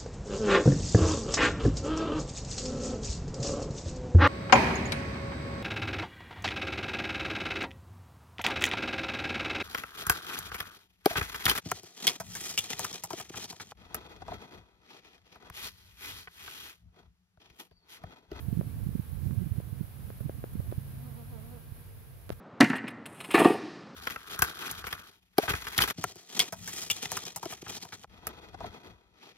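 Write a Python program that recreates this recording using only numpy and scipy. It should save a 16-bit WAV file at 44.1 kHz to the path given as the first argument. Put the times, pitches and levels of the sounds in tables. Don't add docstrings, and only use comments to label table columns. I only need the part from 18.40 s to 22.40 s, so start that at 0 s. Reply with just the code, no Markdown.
import sys
import numpy as np
from scipy import signal
from scipy.fft import rfft, irfft
from scipy.io import wavfile
from scipy.ndimage import uniform_filter1d

SR = 44100
rng = np.random.default_rng(int(sys.argv[2]) if len(sys.argv) > 2 else 0)


def master_out(mix):
    frames = np.transpose(np.atleast_2d(mix))
    ceiling = np.clip(frames, -1, 1)
    pcm = np.round(ceiling * 32767).astype(np.int16)
    wavfile.write(sys.argv[1], SR, pcm)


N = 176400
TIME_S = np.arange(N) / SR

# time in seconds, wingbeat in Hz, level in dB.
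BEE_FLIGHT = [(2.54, 212, -70), (2.615, 239, -52), (2.665, 250, -47.5), (2.705, 237, -50),
              (2.737, 213, -54), (2.795, 239, -47), (2.86, 223, -57), (2.885, 243, -55), (2.92, 251, -49),
              (2.95, 230, -49), (3.01, 211, -52.5), (3.06, 232, -52), (3.09, 230, -53), (3.125, 249, -52),
              (3.18, 231, -56), (3.225, 228, -71)]
# time in seconds, lift of its octave in dB.
BEE_OCTAVE_LIFT = [(2.68, -6.5), (2.81, -2), (2.88, -3), (2.96, 1.5), (3.05, -.5), (3.17, 8)]
# frequency in Hz, gain in dB.
WING_SPECTRUM = [(230, 0), (470, -5), (720, -10.5), (960, -17), (1200, -18), (1500, -25), (2500, -35),
                 (5000, -31)]
# wingbeat in Hz, level in dB.
HOVERING_BEES = [(240.4, -77.5), (230.8, -70.5)]

# time in seconds, level in dB.
WIND_LEFT_LEVEL = [(0, -54), (.3, -45.5), (.65, -51), (1.3, -77), (1.7, -47.5), (2.3, -44.5), (2.7, -47),
                   (4, -63)]
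WIND_RIGHT_LEVEL = [(0, -44), (.15, -30.5), (.24, -35), (.5, -33), (.65, -41), (.85, -34), (1.0, -33),
                    (1.15, -35.5), (1.35, -36), (1.5, -45), (1.95, -38.5), (2.05, -43), (2.32, -35.5),
                    (2.43, -44), (2.8, -44), (3.32, -49), (3.6, -62)]
# frequency in Hz, relative density in dB.
WIND_SPECTRUM = [(20, -37), (45, -3.5), (70, 4.5), (100, 5), (150, -2.5), (220, -10), (320, -21),
                 (600, -33.5), (1500, -53.5)]
# centre in seconds, level in dB, frequency in Hz, half length in cycles, port.
PORT_THUMPS = [(0.087, -19, 143, 0.64, "R"), (0.13, -14, 152, 0.47, "R"), (0.174, -15, 132, 0.52, "R"),
               (.195, -17, 166, 1.3, "R"), (0.274, -21.5, 128, 0.87, "R"), (0.426, -26, 103, 3.1, "R"),
               (.469, -14, 125, 0.44, "R"), (0.492, -22, 167, 0.58, "R"), (0.555, -16, 187, 0.68, "R"),
               (.598, -17, 137, 0.63, "R"), (.732, -22.5, 109, 0.63, "R"), (0.858, -24, 155, 1.2, "R"),
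               (.909, -19, 154, .6, "R"), (0.931, -19, 123, 0.96, "R"), (0.982, -18.5, 107, 1.37, "R"),
               (1.019, -25, 180, 3.1, "R"), (1.066, -22.5, 148, 1.5, "R"), (1.121, -17.5, 92, 0.79, "R"),
               (1.186, -18, 122, 0.63, "R"), (1.331, -20.5, 121, 0.5, "R"), (1.412, -16.5, 149, .6, "R"),
               (1.81, -26.5, 128, 0.46, "R"), (1.86, -21.5, 139, 1.22, "R"), (2.156, -23, 187, 0.79, "R"),
               (2.198, -19, 103, 0.82, "R"), (2.383, -17, 121, 0.48, "R"), (3.322, -28, 98, 0.48, "R"),
               (3.925, -27.5, 99, 0.82, "L")]

# start in seconds, level in dB, crack against thud in dB,
# crack cutoff in Hz, thud left minus right in dB.
CASE_KNOCKS = [(0.2111, -26, -25, 1900, 7), (0.91, -47, -8, 2200, 13), (1.2017, -33, -24, 1890, 3),
               (1.7029, -33.5, -19, 2190, 5), (1.806, -36, -21, 1500, 4), (1.8952, -25, -26, 1400, 6),
               (2.0405, -24.5, -22.5, 1720, 6), (2.203, -37, -21, 1800, 1), (2.316, -43, -13, 4000, 3),
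               (2.3242, -26.5, -26, 1700, 4), (3.8936, -38, -10.5, 14000, 2), (3.9032, -22.5, -20, 4540, 2)]
# frequency in Hz, gain in dB.
THUD_SPECTRUM = [(60, -20), (150, -1), (245, -4), (385, 2.5), (460, -.5), (560, 2), (790, -7.5), (950, -12),
                 (1200, -19), (1500, -22.5), (2000, -37), (5000, -68)]
CRACK_SPECTRUM = [(300, 4), (1300, 7), (2200, -0.5), (3600, -3), (6000, -8.5), (8500, -13), (11000, -2.5),
                  (15000, -7)]
# centre in seconds, half length in seconds, level in dB,
# grit against swish in dB.
FINGER_BRUSHES = [(1.81, 0.013, -56.5, -6), (2.137, .008, -54.5, -7), (3.4, 0.05, -63, -9),
                  (3.925, 0.009, -64, 15)]
# frequency in Hz, relative density in dB.
SWISH_SPECTRUM = [(7000, -24), (11500, 25), (15000, -5.5)]

# time in seconds, firing rate in Hz, level in dB.
ENGINE_RUN = [(0, 119.8, -84), (1.6, 122.8, -53.5), (2.25, 129, -47), (2.48, 133.9, -40.5),
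              (2.7, 137.5, -44), (2.87, 143, -50.5), (3.1, 150.6, -50.5), (3.45, 160, -60),
              (4, 167.3, -67.5)]
# frequency in Hz, relative density in dB.
AIR_SPECTRUM = [(20, -25), (50, 0.5), (90, 1), (135, 2.5), (190, -24.5), (290, -20), (500, -19.5),
                (800, -29.5), (1500, -30.5), (3000, -35), (6000, -40.5), (15000, -48)]
HISS_SPECTRUM = [(1000, -1), (4500, -11), (6200, -16.5), (8000, -15), (9300, -8.5), (10700, -0.5),
                 (12200, -1.5), (13500, -3), (15700, -5.5)]
# frequency in Hz, level in dB, left minus right in dB.
WHINE_TONES = [(1607, -74, -16), (2410, -82, -12)]
# time in seconds, level in dB.
HISS_ENVELOPE = [(0, -55), (1.6, -55.5), (2.7, -54.5), (3.25, -56.5), (4, -59.5)]


def bees(near_pan_db=-26, hover_swell_db=4.5, hover_wander=.028):
    near = wings(curve(BEE_FLIGHT), curve(BEE_OCTAVE_LIFT))
    out = pan(near_pan_db) * undb(curve(BEE_FLIGHT, column=2)) * near
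    for beat_hz, db in HOVERING_BEES:
        gain = undb(db + hover_swell_db * drift(3.74))
        out += gain * wings(beat_hz * (1 + hover_wander * drift(5)), lift_db=-1.5)
    return out


def wings(beat_hz, lift_db, jitter=.018, flutter_db=2.8):
    beat_hz = beat_hz * (1 + jitter * drift(130))
    phase = running_phase(beat_hz)
    out = np.zeros(N)
    for k in range(1, 19):
        lift_share = (k == 2) + (k > 2) / 2
        gain = gain_at(k * beat_hz, WING_SPECTRUM) * undb(lift_db * lift_share + flutter_db * drift(45))
        out += gain * np.sin(k * phase + 2 * np.pi * rng.random())
    return out


def wind(gust_db=2.6, gust_hz=24):
    return np.array([undb(curve(level) + gust_db * drift(gust_hz)) * noise(WIND_SPECTRUM)
                     for level in (WIND_LEFT_LEVEL, WIND_RIGHT_LEVEL)])


def thumps(octave_gain=.17):
    out = np.zeros((2, N))
    t = np.arange(-SR // 20, SR // 20) / SR
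    for centre_s, db, hz, half_cycles, port in PORT_THUMPS:
        swell = np.exp(-(t * hz / half_cycles) ** 2)
        phase = 2 * np.pi * (hz * t + rng.random())
        thump = undb(db) * swell * (np.cos(phase) + octave_gain * swell * np.sin(2 * phase))
        add(out[int(port == "R")], centre_s + t[0], thump)
    return out


def knocks(crack_pan_db=-52, left_lag_s=.00036, rattle_gain=.014, rattle_decay_s=.005, size=2048):
    out = np.zeros((2, N))
    t = np.arange(size) / SR
    hz = np.arange(size // 2 + 1) * SR / size
    thud_peak = abs(impulse_response(gain_at(hz, THUD_SPECTRUM))).max()
    median_cutoff_hz = np.median([row[3] for row in CASE_KNOCKS])
    for start_s, db, crack_db, cutoff_hz, pan_db in CASE_KNOCKS:
        pitch_ratio = (cutoff_hz / median_cutoff_hz) ** .075
        thud = impulse_response(gain_at(hz / pitch_ratio, THUD_SPECTRUM))
        rolloff = np.hypot(1, (hz / cutoff_hz) ** 2.3)
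        crack = impulse_response(undb(crack_db) * gain_at(hz, CRACK_SPECTRUM) / rolloff)
        responses = pan(pan_db) * thud + pan(crack_pan_db) * crack
        for channel, response, lag_s in zip(out, responses, (left_lag_s, 0)):
            rattle = rattle_gain * rng.standard_normal(size) * np.exp(-t / rattle_decay_s)
            contact = undb(db) / thud_peak * ((t == 0) + rattle)
            add(channel, start_s + lag_s, signal.fftconvolve(response, contact))
    return out


def brushes():
    out = np.zeros((2, N))
    swish, grit = stereo_noise(SWISH_SPECTRUM), stereo_noise(CRACK_SPECTRUM)
    for centre_s, half_s, db, grit_db in FINGER_BRUSHES:
        swell = np.exp(-((TIME_S - centre_s) / half_s) ** 2)
        out += undb(db) * swell * (swish + undb(grit_db) * grit)
    return out


def engine(half_order_db=-22, pan_db=-1.5):
    phase = running_phase(curve(ENGINE_RUN) * (1 + .0084 * drift(16)))
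    note = np.sin(phase) + undb(half_order_db) * np.sin(1.5 * phase)
    return pan(pan_db) * undb(curve(ENGINE_RUN, column=2) + .5 * drift(3.2)) * note


def air(level_db=-50, pan_db=-2.5, shared_power=.17):
    common = np.sqrt(shared_power) * noise(AIR_SPECTRUM)
    separate = np.sqrt(1 - shared_power) * stereo_noise(AIR_SPECTRUM)
    return pan(pan_db) * undb(level_db) * (common + separate)


def mains_hum(hz=100, level_db=-54, pan_db=-3):
    return pan(pan_db) * undb(level_db) * np.sin(running_phase(hz))


def whine(flicker_hz=30.2):
    return sum(pan(pan_db) * undb(db + drift(flicker_hz)) * np.sin(running_phase(hz))
               for hz, db, pan_db in WHINE_TONES)


def hiss(flicker_db=.5, flicker_hz=22.82):
    return undb(curve(HISS_ENVELOPE) + flicker_db * drift(flicker_hz)) * stereo_noise(HISS_SPECTRUM)


def undb(db):
    return 10 ** (np.asarray(db) / 20)


def curve(rows, column=1):
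    rows = np.array(rows)
    return np.interp(TIME_S, rows[:, 0], rows[:, column])


def pan(db):
    gains = undb([[db / 2], [-db / 2]])
    return gains / np.sqrt(np.mean(gains ** 2))


def gain_at(hz, spectrum):
    points_hz, db = np.array(spectrum).T
    return undb(np.interp(np.log(hz + 1e-3), np.log(points_hz), db))


def noise(spectrum):
    hz = np.arange(N // 2 + 1) * SR / N
    x = irfft(rfft(rng.standard_normal(N)) * gain_at(hz, spectrum), N)
    return x / x.std()


def stereo_noise(spectrum):
    return np.array([noise(spectrum), noise(spectrum)])


def drift(rate_hz):
    step = int(SR / rate_hz)
    held = rng.standard_normal(1024)[np.arange(N) // step % 1024]
    x = uniform_filter1d(uniform_filter1d(held, step), step)
    return x / x.std()


def running_phase(hz):
    return 2 * np.pi * (np.cumsum(hz * np.ones(N)) / SR + rng.random())


def impulse_response(gain):
    cepstrum = irfft(np.log(gain))
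    half = len(gain) - 1
    cepstrum[1:half] *= 2
    cepstrum[half + 1:] = 0
    return irfft(np.exp(rfft(cepstrum)))


def add(channel, start_s, sound):
    i = max(int(start_s * SR), 0)
    channel[i:i + len(sound)] += sound[:max(N - i, 0)]


def scene():
    foreground = bees() + wind() + thumps() + knocks() + brushes()
    return foreground + engine() + air() + mains_hum() + whine() + hiss()


def record(dry, cutoff_hz=15680):
    return signal.sosfilt(signal.ellip(12, .1, 80, cutoff_hz, fs=SR, output="sos"), dry)


dry = scene()
out = record(dry)
master_out(out)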